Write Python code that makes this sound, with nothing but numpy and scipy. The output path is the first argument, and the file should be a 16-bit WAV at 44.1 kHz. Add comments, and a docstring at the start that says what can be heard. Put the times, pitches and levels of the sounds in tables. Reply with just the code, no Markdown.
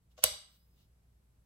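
"""Over the low mains hum of a quiet room, a hand brushes a ceiling fan's housing, close by.
The thumb pushes a small slide switch: the slider scrapes in tiny slips and nudges the hollow housing.
At 0.24 s it snaps over with a bright crack. Switch and housing ring briefly, a spring sings on faintly,
the room echoes and the fan rocks with two dull thuds. A thin high hiss comes and goes
as the hand brushes away."""
import sys
import numpy as np
from scipy import signal
from scipy.fft import rfft, irfft
from scipy.io import wavfile

SR = 44100
rng = np.random.default_rng(int(sys.argv[2]) if len(sys.argv) > 2 else 0)


def file_out(sig):
    """Save sig as 16-bit WAV at sys.argv[1]."""
    # one column per channel
    cols = np.atleast_2d(sig).T
    # limit, then scale
    lim = np.clip(cols, -1, 1)
    pcm = np.round(lim * 32767).astype(np.int16)
    wavfile.write(sys.argv[1], SR, pcm)


N = 63945
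SNAP_S = .2391

# The bright ping of the switch. Each row: pitch in Hz, level in dB, time to fall 60 dB in seconds.
SWITCH_MODES = [(2490, -29, .008), (3300, -26, .012), (3900, -27, .011), (4800, -28, .014),
                (6270, -27, .012), (8000, -12, .009), (8520, -13, .009), (10450, -11, .006),
                (10850, -7, .006), (12100, -18, .008), (12600, -12, .007), (14120, -17, .007),
                (14850, -17, .007)]
# The tone of the crack. Each row: frequency in Hz, relative level in dB.
CRACK_EQ = [(300, -35), (2500, -14), (6500, -13.5), (8200, -2.5), (11000, -3), (14500, -5.5),
            (16000, -17.5)]
# The tone of the chatter. Each row: frequency in Hz, relative level in dB.
CHATTER_EQ = [(400, -26.5), (1100, -4.5), (2000, -4.5), (3300, 0), (4500, 1.5), (6500, 0.5), (9000, -2.5),
              (13000, -1.5), (16000, -14.5)]
# The lingering spring and metal shell. Each row: pitch in Hz, level in dB, time to fall 60 dB in seconds.
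SPRING_MODES = [(1300, -70, .8), (1467, -57, .4), (2230, -59, .45), (3047, -51, .45), (3671, -53, .5),
                (4200, -54, .45), (4320, -53, .33), (5001, -47, .25), (5025, -70, 1.5), (5034, -73, 1.5),
                (6266, -49, .2), (7905, -44, .14), (8010, -39, .18), (8547, -42, .15), (10520, -39, .15),
                (12580, -42, .12), (14870, -45, .15)]
# The hollow knock of the housing. Each row: pitch in Hz, level in dB, time to fall 60 dB in seconds.
HOUSING_MODES = [(63.3, -47.5, 0.2), (131, -46, 0.066), (242, -47, .05), (501.5, -34.5, .11),
                 (633, -26.5, 0.043), (776, -32, 0.035), (1111, -24.5, .02), (1432.6, -26, .016)]
# The thumb takes up the play. Each row: start in seconds, level in dB against the knock at the snap.
THUMB_NUDGES = [(0.1784, -26.5), (.1865, -21.5)]
# The slider's moves. Each row: start in seconds, length in seconds, opening and closing level in dB.
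SCRAPE_STROKES = [(0.168, .009, -73.5, -72), (.1778, 0.017, -56, -60.5), (0.196, .021, -65.5, -71.5),
                  (0.221, .015, -60, -40.5), (0.235, .0055, -36.5, -22)]
# The tone of the scrape. Each row: frequency in Hz, relative level in dB.
SCRAPE_EQ = [(350, -13.5), (630, 4), (850, -7.5), (1050, -6.5), (1700, -3.5), (2400, -5.5), (3000, 3),
             (3500, -1), (5000, -3), (6800, -1), (7600, -11), (12300, -15), (16000, -19.5)]
# The fan rocks on its mount. Each row: start in seconds, level in dB.
THUD_HITS = [(0.266, -45.5), (0.315, -53)]
# The boom of one thud. Each row: pitch in Hz, relative level in dB, time to fall 60 dB in seconds.
MOUNT_MODES = [(62, 2.5, .12), (151, -9.5, .08), (310, -19.5, .06)]
# The hand grazes the housing. Each row: centre in seconds, width in seconds, level in dB.
BRUSH_STROKES = [(.12, 0.011, -77.5), (0.556, 0.013, -72), (0.807, 0.035, -75)]
# The tone of brushing skin. 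Each row: frequency in Hz, relative level in dB.
BRUSH_EQ = [(1000, -6), (2500, -9), (2900, 4), (3250, -2), (3750, 3), (4300, -1.5), (5100, -3.5),
            (6600, -6), (7200, -10), (16000, -10)]
# The swell and fade of the thin high hiss. Each row: time in seconds, level in dB.
SHEEN_FADER = [(.42, -110), (0.501, -81), (.55, -76.5), (.63, -82.5), (.84, -87.5), (.92, -110)]
# The tone of that hiss. Each row: frequency in Hz, relative level in dB.
SHEEN_EQ = [(8000, -26.5), (11500, -6.5), (11950, 3), (12400, -5.5), (12900, -2.5), (14500, -3.5),
            (15600, -1), (16000, -21)]
# The reverb tail. Each row: band centre in Hz, gain in dB, time to fall 60 dB in seconds.
REVERB_BANDS = [(100, -10.5, .4), (326.2, -13.5, 0.56), (550, -9.5, .34), (1260, -6, 0.51), (1990, -3, .45),
                (3200, -1.5, .46), (4200, 1, .45), (5484, 0.5, .4), (7160, -4.5, 0.39), (8400, 3, 0.43),
                (9200, -4, 0.41), (10660, -3.5, 0.34), (12255, -4.5, 0.31), (14800, -7.5, .17),
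                (15740, -21.5, .13)]
# The early reflections. Each row: delay in seconds, gain in dB.
EARLY_ECHOES = [(.0096, -24.5), (.0215, -20)]
# The mains hum. Each row: pitch in Hz, rms level in dB ahead of the background fader.
HUM_PARTIALS = [(59.2, -69.5), (118.6, -80), (177, -82)]
# The tone of the room's rumble. Each row: frequency in Hz, relative level in dB.
RUMBLE_EQ = [(20, -10.5), (60, 0), (110, -2), (180, -9), (280, -18.5), (600, -24), (1500, -32), (5000, -46)]
# The tone of the room's hiss. Each row: frequency in Hz, relative level in dB.
HISS_EQ = [(200, 0), (1500, -3), (4000, -4.5), (7000, -6), (8200, -3), (12000, -3.5), (15500, -15.5)]
# The gentle rise and dip of the whole background. Each row: time in seconds, gain in dB.
BACKGROUND_FADER = [(0, -4), (.15, -1), (.3, -5), (.55, -4.5), (.7, -1), (1.45, -1.5)]


def undb(db):
    """Decibels to amplitude."""
    return 10 ** (np.asarray(db) / 20)


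def clock():
    """Each sample's time in seconds."""
    return np.arange(N) / SR


def bins():
    """The filters' frequency axis in Hz."""
    return np.arange(N + 1) * SR / (2 * N)


def filtered(x, gain):
    """Apply a gain per frequency."""
    return irfft(rfft(x, 2 * N) * gain)[..., :N]


def log_curve(hz, values):
    """Join values by straight lines on a log-frequency axis."""
    return np.interp(np.log(bins() + 1), np.log(hz), values)


def colour(x, eq):
    """Shape the tone with an EQ curve, keeping the power of white noise."""
    gain = undb(log_curve(*np.array(eq).T))
    return filtered(x, gain / np.sqrt(np.mean(gain ** 2)))


def fader(points):
    """A gain that glides between (seconds, dB) points."""
    return undb(np.interp(clock(), *np.array(points).T))


def delayed(x, lag_s):
    """Delay a sound, even by a fraction of a sample."""
    return filtered(x, np.exp(-2j * np.pi * bins() * lag_s))


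def near(x, left_lag_s=.00026):
    """A close source reaches the right channel first."""
    return np.array([delayed(x, left_lag_s), x])


def diffuse(draw=lambda: rng.standard_normal(N)):
    """A wide source: both channels share the bass and top treble, while the mids are unrelated."""
    bass = 1 / (1 + (bins() / 486) ** 2)
    treble = 1 - 1 / (1 + (bins() / 8100) ** 20)
    shared = np.clip(bass + treble, 0, 1)
    centre = near(filtered(draw(), np.sqrt(shared)))
    return centre + filtered(np.array([draw(), draw()]), np.sqrt(1 - shared))


def ring(modes, start_s, rise_s):
    """Damped modes that swell quickly after a blow, alternating in polarity."""
    age = np.maximum(clock() - start_s, 0)
    attack = 1 - np.exp(-(age / rise_s) ** 2)
    return attack * sum((-1) ** k * undb(db) * np.sin(2 * np.pi * hz * age) * undb(-60 * age / t60)
                        for k, (hz, db, t60) in enumerate(modes))


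def burst(db, rise_s, decay_s):
    """A few milliseconds of hard, irregular contact at the snap."""
    age = np.maximum(clock() - SNAP_S, 0)
    envelope = (1 - np.exp(-age / rise_s)) * np.exp(-age / decay_s)
    return undb(db) * envelope * rng.choice([-1, 1], N)


def crack():
    """The slider hits its stop with a bright crack and chatters against it."""
    hit = near(burst(db=-9, rise_s=.0003, decay_s=.0012))
    chatter = diffuse(lambda: burst(db=-18.5, rise_s=.0001, decay_s=.0043))
    return colour(hit, CRACK_EQ) + colour(chatter, CHATTER_EQ)


def switch():
    """The snap strikes a short, bright ping from the switch."""
    return ring(SWITCH_MODES, SNAP_S, rise_s=.0004)


def spring():
    """The spring and metal shell sing on faintly after the snap."""
    return ring(SPRING_MODES, SNAP_S, rise_s=.006)


def housing():
    """The hollow housing knocks softly under the thumb, then hard just after the snap."""
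    knocks = THUMB_NUDGES + [(SNAP_S + .0012, 0)]
    return sum(undb(db) * ring(HOUSING_MODES, start, rise_s=.0024) for start, db in knocks)


def scrape(slips_per_s=2300, spread_db=4):
    """Dense tiny slips of the slider in its slot make a gritty scrape."""
    t = clock()
    slips = (rng.random(N) < slips_per_s / SR) * rng.choice([-1, 1], N)
    slips = slips * undb(spread_db * rng.standard_normal(N))
    pressure = np.zeros(N)
    for start, length, first_db, last_db in SCRAPE_STROKES:
        sliding = (t >= start) & (t < start + length)
        pressure += sliding * fader([(start, first_db), (start + length, last_db)])
    return colour(pressure * slips / slips.std(), SCRAPE_EQ)


def thuds():
    """Low thuds as the fan settles on its mount after the push."""
    return sum(undb(db) * ring(MOUNT_MODES, start, rise_s=.005) for start, db in THUD_HITS)


def brush():
    """Soft swishes of skin on the housing."""
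    touch = sum(undb(db) * np.exp(-((clock() - at) / width) ** 2 / 2) for at, width, db in BRUSH_STROKES)
    return touch * colour(diffuse(), BRUSH_EQ)


def sheen():
    """A faint high hiss swells and fades after the click."""
    return fader(SHEEN_FADER) * colour(diffuse(), SHEEN_EQ)


def room(send, predelay_s=.001, rise_s=.0034):
    """The walls return two early reflections and a diffuse tail whose top treble dies first."""
    age = np.maximum(clock() - predelay_s, 0)
    noise, centres, tail = diffuse(), np.array(REVERB_BANDS)[:, 0], 0
    for (_, db, t60), share in zip(REVERB_BANDS, np.eye(len(REVERB_BANDS))):
        band = filtered(noise, log_curve(centres, share))
        fade = (1 - np.exp(-age / rise_s)) * undb(-60 * age / t60)
        tail = tail + undb(db) * band * fade / np.linalg.norm(fade)
    early = sum(undb(db) * delayed(send, lag) for lag, db in EARLY_ECHOES)
    return signal.fftconvolve(send[None], tail)[:, :N] + near(early)


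def background():
    """A bed of mains hum, low rumble and hiss, all riding one fader."""
    hum = sum(np.sqrt(2) * undb(db) * np.sin(2 * np.pi * (hz * clock() + rng.random()))
              for hz, db in HUM_PARTIALS)
    rumble = undb(-68.5) * colour(diffuse(), RUMBLE_EQ)
    hiss = undb(-81) * colour(diffuse(), HISS_EQ)
    return (hum + rumble + hiss) * fader(BACKGROUND_FADER)


def scene():
    """Mix the close switch and fan with their echo, the hand and the background, in stereo."""
    ping, knock, slide = switch(), housing(), diffuse(scrape)
    lean_left = undb([[1.25], [-1.25]])
    body = lean_left * near(knock, left_lag_s=.0001) + thuds()
    direct = slide + crack() + near(ping + spring()) + body
    # the walls answer the crack as one blow
    blow = undb(-.5) * (np.arange(N) == int(SNAP_S * SR))
    echo = room(slide[1] + blow + undb(-15) * ping + undb(.5) * knock)
    return direct + echo + brush() + sheen() + background()


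def record(dry, ceiling=.88, top_hz=16200):
    """Round off the highest peaks and cut the very top."""
    rounded = dry / (1 + (dry / ceiling) ** 6) ** (1 / 6)
    lowpass = signal.ellip(8, .2, 70, top_hz, fs=SR, output="sos")
    return signal.sosfilt(lowpass, rounded)


dry = scene()
out = record(dry)
file_out(out)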